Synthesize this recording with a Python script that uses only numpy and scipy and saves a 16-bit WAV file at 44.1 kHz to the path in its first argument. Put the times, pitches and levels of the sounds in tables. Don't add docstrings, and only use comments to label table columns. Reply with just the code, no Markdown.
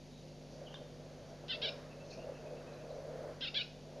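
import sys
import numpy as np
from scipy import signal
from scipy.fft import rfft, irfft
from scipy.io import wavfile
from scipy.ndimage import uniform_filter1d

SR = 44100
rng = np.random.default_rng(int(sys.argv[2]) if len(sys.argv) > 2 else 0)


def output_pcm(signal):
    pcm = np.clip(np.atleast_2d(signal).T, -1, 1) * 32767
    wavfile.write(sys.argv[1], SR, np.round(pcm).astype(np.int16))


N = 176400
T = np.arange(N) / SR

# time in seconds, low voice in Hz, high voice in Hz.
NOTE_PITCHES = [
    [(1.486, 1332, 1870), (1.495, 1520, 2012), (1.505, 1574, 2060), (1.515, 1492, 2063),
     (1.523, 1443, 1870), (1.531, 1315, 1775), (1.542, 1382, 1910), (1.55, 1330, 2070), (1.562, 1345, 2280)],
    [(1.618, 1374, 2088), (1.626, 1584, 2080), (1.641, 1700, 2280), (1.655, 1546, 2335),
     (1.663, 1488, 2218), (1.671, 1417, 2030), (1.684, 1483, 2334), (1.692, 1450, 2444),
     (1.702, 1260, 2370)],
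    [(3.41, 1319, 1986), (3.418, 1504, 1904), (3.427, 1628, 2058), (3.442, 1527, 2100), (3.454, 1380, 1864),
     (3.463, 1261, 1810), (3.474, 1403, 2065), (3.482, 1426, 2315), (3.492, 1300, 2320)],
    [(3.544, 1347, 2016), (3.553, 1590, 2084), (3.562, 1680, 2274), (3.573, 1765, 2442),
     (3.585, 1602, 2220), (3.595, 1461, 2185), (3.607, 1484, 2293), (3.617, 1456, 2510), (3.63, 1400, 2694)],
]
# time in seconds, relative level in dB.
NOTE_LEVELS = [
    [(1.482, -27), (1.486, -48.5), (1.508, -35.5), (1.552, -42), (1.57, -54)],
    [(1.614, -40.5), (1.626, -38), (1.656, -34.5), (1.666, -41), (1.692, -38), (1.71, -58)],
    [(3.407, -36), (3.413, -43.5), (3.439, -37), (3.467, -43), (3.483, -38.5), (3.5, -45)],
    [(3.54, -40), (3.55, -37.5), (3.574, -32), (3.596, -39.5), (3.616, -36), (3.64, -51)],
]
PARTIAL_ORDERS = [(1, 0), (0, 1), (2, 0), (1, 1), (0, 2), (3, 0), (2, 1), (-1, 2), (3, -1)]
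# one note's relative partial levels in dB, before the throat.
PARTIAL_LEVELS_DB = [
    [-0.9, -0.78, 0, -4.5, -5.5, -15, -4.5, -32, -31],
    [1, 1, 1, 0.5, -4, -4, 0.5, -9, -8],
    [1, -1.6, 0, -4, -5.5, -20, -3.5, -24, -14],
    [-1.5, 0, 0, -3.5, -6, -10, -9, -16, -25],
]
# frequency in Hz, gain in dB.
THROAT_RESPONSE = [(1200, -24), (1600, -12.5), (2000, -15), (2250, -10.5), (2550, -0.5), (2900, -2.5),
                   (3400, 3.5), (4000, 0), (4600, -7), (5300, -14.5), (6000, -21)]
RASP_SPECTRUM = [(1100, -28), (1600, -8), (2100, -9), (2700, 8.5), (3500, 3), (4300, 5), (5300, 2),
                 (5700, -4), (6100, -53.5)]
CALL_GAIN_DB, RASP_DB, SCRATCH_DB = -1, -20.5, -0.5
JITTER_FRACTION, SHIMMER_DB, WANDER_HZ = 0.012, 2, 293
GLIDE_S, OPEN_S, SCRATCH_DECAY_S = 0.0017, 0.005, 0.0065
VOICE_RISE_S, VOICE_FALL_S = 0.018, 0.0084

def harsh_note(pitches, levels, partials_db):
    span = (T >= levels[0][0]) & (T <= levels[-1][0])
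    t = T[span]
    glides_hz = [uniform_filter1d(hz, int(GLIDE_S * SR)) for hz in curve(pitches, t)]
    low_hz, high_hz = [hz * (1 + JITTER_FRACTION * drift(WANDER_HZ)[span]) for hz in glides_hz]
    voice, power = 0, 0
    for (m, n), db in zip(PARTIAL_ORDERS, partials_db):
        hz = m * low_hz + n * high_hz
        gain = from_db(db) * gain_at(THROAT_RESPONSE, hz)
        shimmer = from_db(SHIMMER_DB * drift(WANDER_HZ)[span])
        voice += gain * shimmer * tone(hz)
        power += gain ** 2 / 2
    lock_in = (t - pitches[0][0]) / VOICE_RISE_S
    let_go = (pitches[-1][0] - t) / VOICE_FALL_S
    voicing = np.clip(np.minimum(lock_in, let_go) + 0.5, 0, 1)
    scratch = from_db(SCRATCH_DB) * np.exp(-(t - t[0]) / SCRATCH_DECAY_S)
    turbulence = (from_db(RASP_DB) + scratch) * noise(RASP_SPECTRUM)[span]
    envelope = np.clip((t - t[0]) / OPEN_S, 0, 1) * from_db(CALL_GAIN_DB + curve(levels, t)[0])
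    note = np.zeros(N)
    note[span] = envelope * (voicing * voice / np.sqrt(power) + turbulence)
    return note


# start in seconds, length in seconds, start pitch in Hz, end pitch in Hz, relative level in dB.
FAR_CHIRPS = [(0.092, 0.14, 3900, 3740, -68), (0.66, 0.034, 3300, 2790, -53), (0.7, .022, 3250, 3170, -59),
              (0.721, .02, 2850, 3040, -58), (.742, .016, 3400, 3670, -48),
              (0.755, 0.0095, 3200, 3360, -49), (0.763, 0.01, 3200, 3080, -55),
              (1.254, 0.037, 5900, 5700, -71), (1.893, .06, 2620, 2576, -62),
              (1.996, 0.037, 2600, 2640, -60), (2.103, 0.053, 2600, 2580, -58.5),
              (2.165, 0.093, 2600, 2920, -63.5), (2.314, 0.11, 2620, 2650, -65.5),
              (2.456, 0.028, 2560, 2460, -61.5), (2.555, 0.04, 2600, 2560, -63),
              (2.667, 0.038, 2580, 2530, -60), (2.732, 0.115, 2500, 2620, -66.5),
              (2.729, 0.016, 4000, 3970, -61.5), (2.753, .014, 4020, 4000, -67),
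              (2.89, 0.033, 4030, 3990, -65), (2.928, 0.027, 5850, 5900, -72)]
# start in seconds, length in seconds, relative level in dB.
FAR_LISPS = [(0.473, 0.11, -70), (2.045, 0.03, -65), (2.1, 0.024, -56), (2.144, .04, -77)]
# frequency in Hz, gain in dB.
LISP_SPECTRUM = [(2500, -36), (3800, -10), (4300, -2), (5500, -14), (6500, -8.5), (7500, -46)]
WAVER_FRACTION, WAVER_HZ = 0.035, 229

def far_birds():
    waver = 1 + WAVER_FRACTION * drift(WAVER_HZ)
    whistles = 0
    for start, length, start_hz, end_hz, db in FAR_CHIRPS:
        hz = np.interp(T, [start, start + length], [start_hz, end_hz]) * waver
        whistles += from_db(db) * swell(start, length) * tone(hz)
    lisp_envelope = sum(from_db(db) * swell(start, length) for start, length, db in FAR_LISPS)
    return whistles + lisp_envelope * noise(LISP_SPECTRUM)


# frequency in Hz, gain in dB.
TICK_SPECTRUM = [(500, -14), (1200, 9), (2200, -3), (3500, -2), (6000, -6), (7500, -41)]

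def tick(start_s=0.742, level_db=-43, decay_s=0.0018):
    envelope = (T >= start_s) * np.exp(-np.abs(T - start_s) / decay_s)
    return from_db(level_db) * envelope * noise(TICK_SPECTRUM)


# time in seconds, relative level in dB.
RUMBLE_LEVELS = [(0.0, -81), (0.32, -57), (0.34, -65), (0.63, -50.5), (0.76, -59.5), (0.82, -49.5),
                 (0.88, -61.5), (0.99, -56), (1.28, -57.5), (1.32, -50), (1.39, -60), (1.44, -50.5),
                 (1.49, -60), (1.57, -48.5), (1.66, -46.5), (1.93, -58.5), (1.99, -52), (2.16, -51.5),
                 (2.18, -45.5), (2.24, -51), (2.29, -46), (2.35, -57), (2.48, -47.5), (2.67, -53),
                 (3.31, -45.5), (3.34, -59.5), (3.56, -54.5), (3.62, -62.5), (3.85, -57), (4.0, -48.5)]
RUSH_LEVELS = [(0, -97), (.62, -66), (1.0, -70), (1.45, -65), (1.75, -59), (2.1, -67.5), (2.3, -62),
               (2.55, -65), (2.68, -60), (2.88, -64), (3.3, -58.5), (3.45, -65.5), (3.75, -74.5),
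               (4, -68.5)]
# frequency in Hz, gain in dB.
RUMBLE_SPECTRUM = [(150, -19.5), (300, -16), (400, -7.5), (480, -1), (580, 0.5), (660, -3), (760, -13.5),
                   (1000, -22.5), (2000, -52)]
RUSH_SPECTRUM = [(400, -4.5), (800, 0), (1100, -1.5), (1600, -2), (2200, -9), (4000, -31.5)]

def rumble(hollow_gain_db=-0.5, flutter_db=1, flutter_hz=35.8):
    band = rms_one(noise(RUMBLE_SPECTRUM) * from_db(flutter_db * drift(flutter_hz)))
    hollow = from_db(hollow_gain_db + curve(RUMBLE_LEVELS)[0]) * band
    rush = from_db(curve(RUSH_LEVELS)[0]) * noise(RUSH_SPECTRUM)
    return hollow + rush


# start in seconds, length in seconds, rms level at the crest in dB.
RUMBLE_PUFFS = [(.612, .011, -44), (2.269, .01, -40), (2.291, .016, -40), (2.903, .014, -45)]

def puffs(resonance_hz=580):
    return sum(swell(start, length) * steady_tone(resonance_hz, db) for start, length, db in RUMBLE_PUFFS)


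# frequency in Hz, rms level in dB.
HUM_PARTIALS = [(50, -65), (100, -71.5), (150, -57), (250, -63), (350, -68.5)]
# frequency in Hz, gain in dB.
FLOOR_SPECTRUM = [(20, -5.5), (60, -9.5), (120, -2.5), (200, 1), (320, -5), (550, -1.5), (800, -11),
                  (1200, -22.5), (2500, -19.5), (4500, -19), (6000, -20.5), (7000, -22.5)]
HISS_SPECTRUM = [(25, 19), (120, 23.5), (300, 15.5), (700, 3), (1500, -3.5), (7000, -4), (11500, -2),
                 (13000, -7.5)]

def camera(whine_hz=4589, whine_db=-78, floor_db=-56, floor_top_hz=6955, hiss_db=-67):
    hum = sum(steady_tone(hz, db) for hz, db in HUM_PARTIALS)
    whine = steady_tone(whine_hz, whine_db)
    floor = from_db(floor_db) * low_pass(noise(FLOOR_SPECTRUM), floor_top_hz)
    hiss = from_db(hiss_db) * np.array([noise(HISS_SPECTRUM), noise(HISS_SPECTRUM)])
    return hum + whine + floor + hiss


# frequency in Hz, gain in dB.
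SCATTER_SPECTRUM = [(1200, 8), (3200, -4), (4400, 0.5), (5400, 11), (6500, 2)]

def scatter(x, t60_s, delay_s=0.012):
    t = T[:SR]
    tail = noise(SCATTER_SPECTRUM)[:SR] * from_db(-60 * t / t60_s) * (t > delay_s)
    return signal.fftconvolve(x, tail / np.sqrt(np.sum(tail ** 2)))[:N]


def from_db(db):
    return 10 ** (np.asarray(db) / 20)


def rms_one(x):
    return x / np.sqrt(np.mean(x ** 2) + 1e-20)


def curve(rows, t=T):
    times, *columns = np.transpose(rows)
    return [np.interp(t, times, column) for column in columns]


def gain_at(spectrum, hz):
    points_hz, db = np.transpose(spectrum)
    return from_db(np.interp(np.log(np.maximum(hz, 1)), np.log(points_hz), db))


def noise(spectrum):
    hz = np.fft.rfftfreq(N, 1 / SR)
    return rms_one(irfft(rfft(rng.standard_normal(N)) * gain_at(spectrum, hz), N))


def drift(corner_hz):
    hz = np.fft.rfftfreq(N, 1 / SR)
    return rms_one(irfft(rfft(rng.standard_normal(N)) / (1 + (hz / corner_hz) ** 2), N))


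def tone(hz):
    return np.sin(2 * np.pi * np.cumsum(hz) / SR)


def steady_tone(hz, rms_db):
    return np.sqrt(2) * from_db(rms_db) * np.sin(2 * np.pi * (hz * T + rng.random()))


def swell(start_s, length_s):
    return np.sin(np.pi * np.clip((T - start_s) / length_s, 0, 1))


def low_pass(x, hz):
    return signal.sosfilt(signal.ellip(10, 0.2, 70, hz, fs=SR, output="sos"), x)


FAR_DRY_DB, FAR_SEND_DB = 0.5, -0.5
NEAR_TO_GROUND_DB, NEAR_TO_BANKS_DB = -8.5, -13

def scene():
    calls = sum(harsh_note(*note) for note in zip(NOTE_PITCHES, NOTE_LEVELS, PARTIAL_LEVELS_DB))
    near = calls + tick()
    far = far_birds()
    far_send = from_db(FAR_SEND_DB) * far
    ground = scatter(from_db(NEAR_TO_GROUND_DB) * near + far_send, t60_s=0.23)
    banks = scatter(from_db(NEAR_TO_BANKS_DB) * near + far_send, t60_s=0.56)
    return near + from_db(FAR_DRY_DB) * far + ground + banks + rumble() + puffs() + camera()


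def record(dry):
    return low_pass(dry, hz=12400)


dry = scene()
out = record(dry)
output_pcm(out)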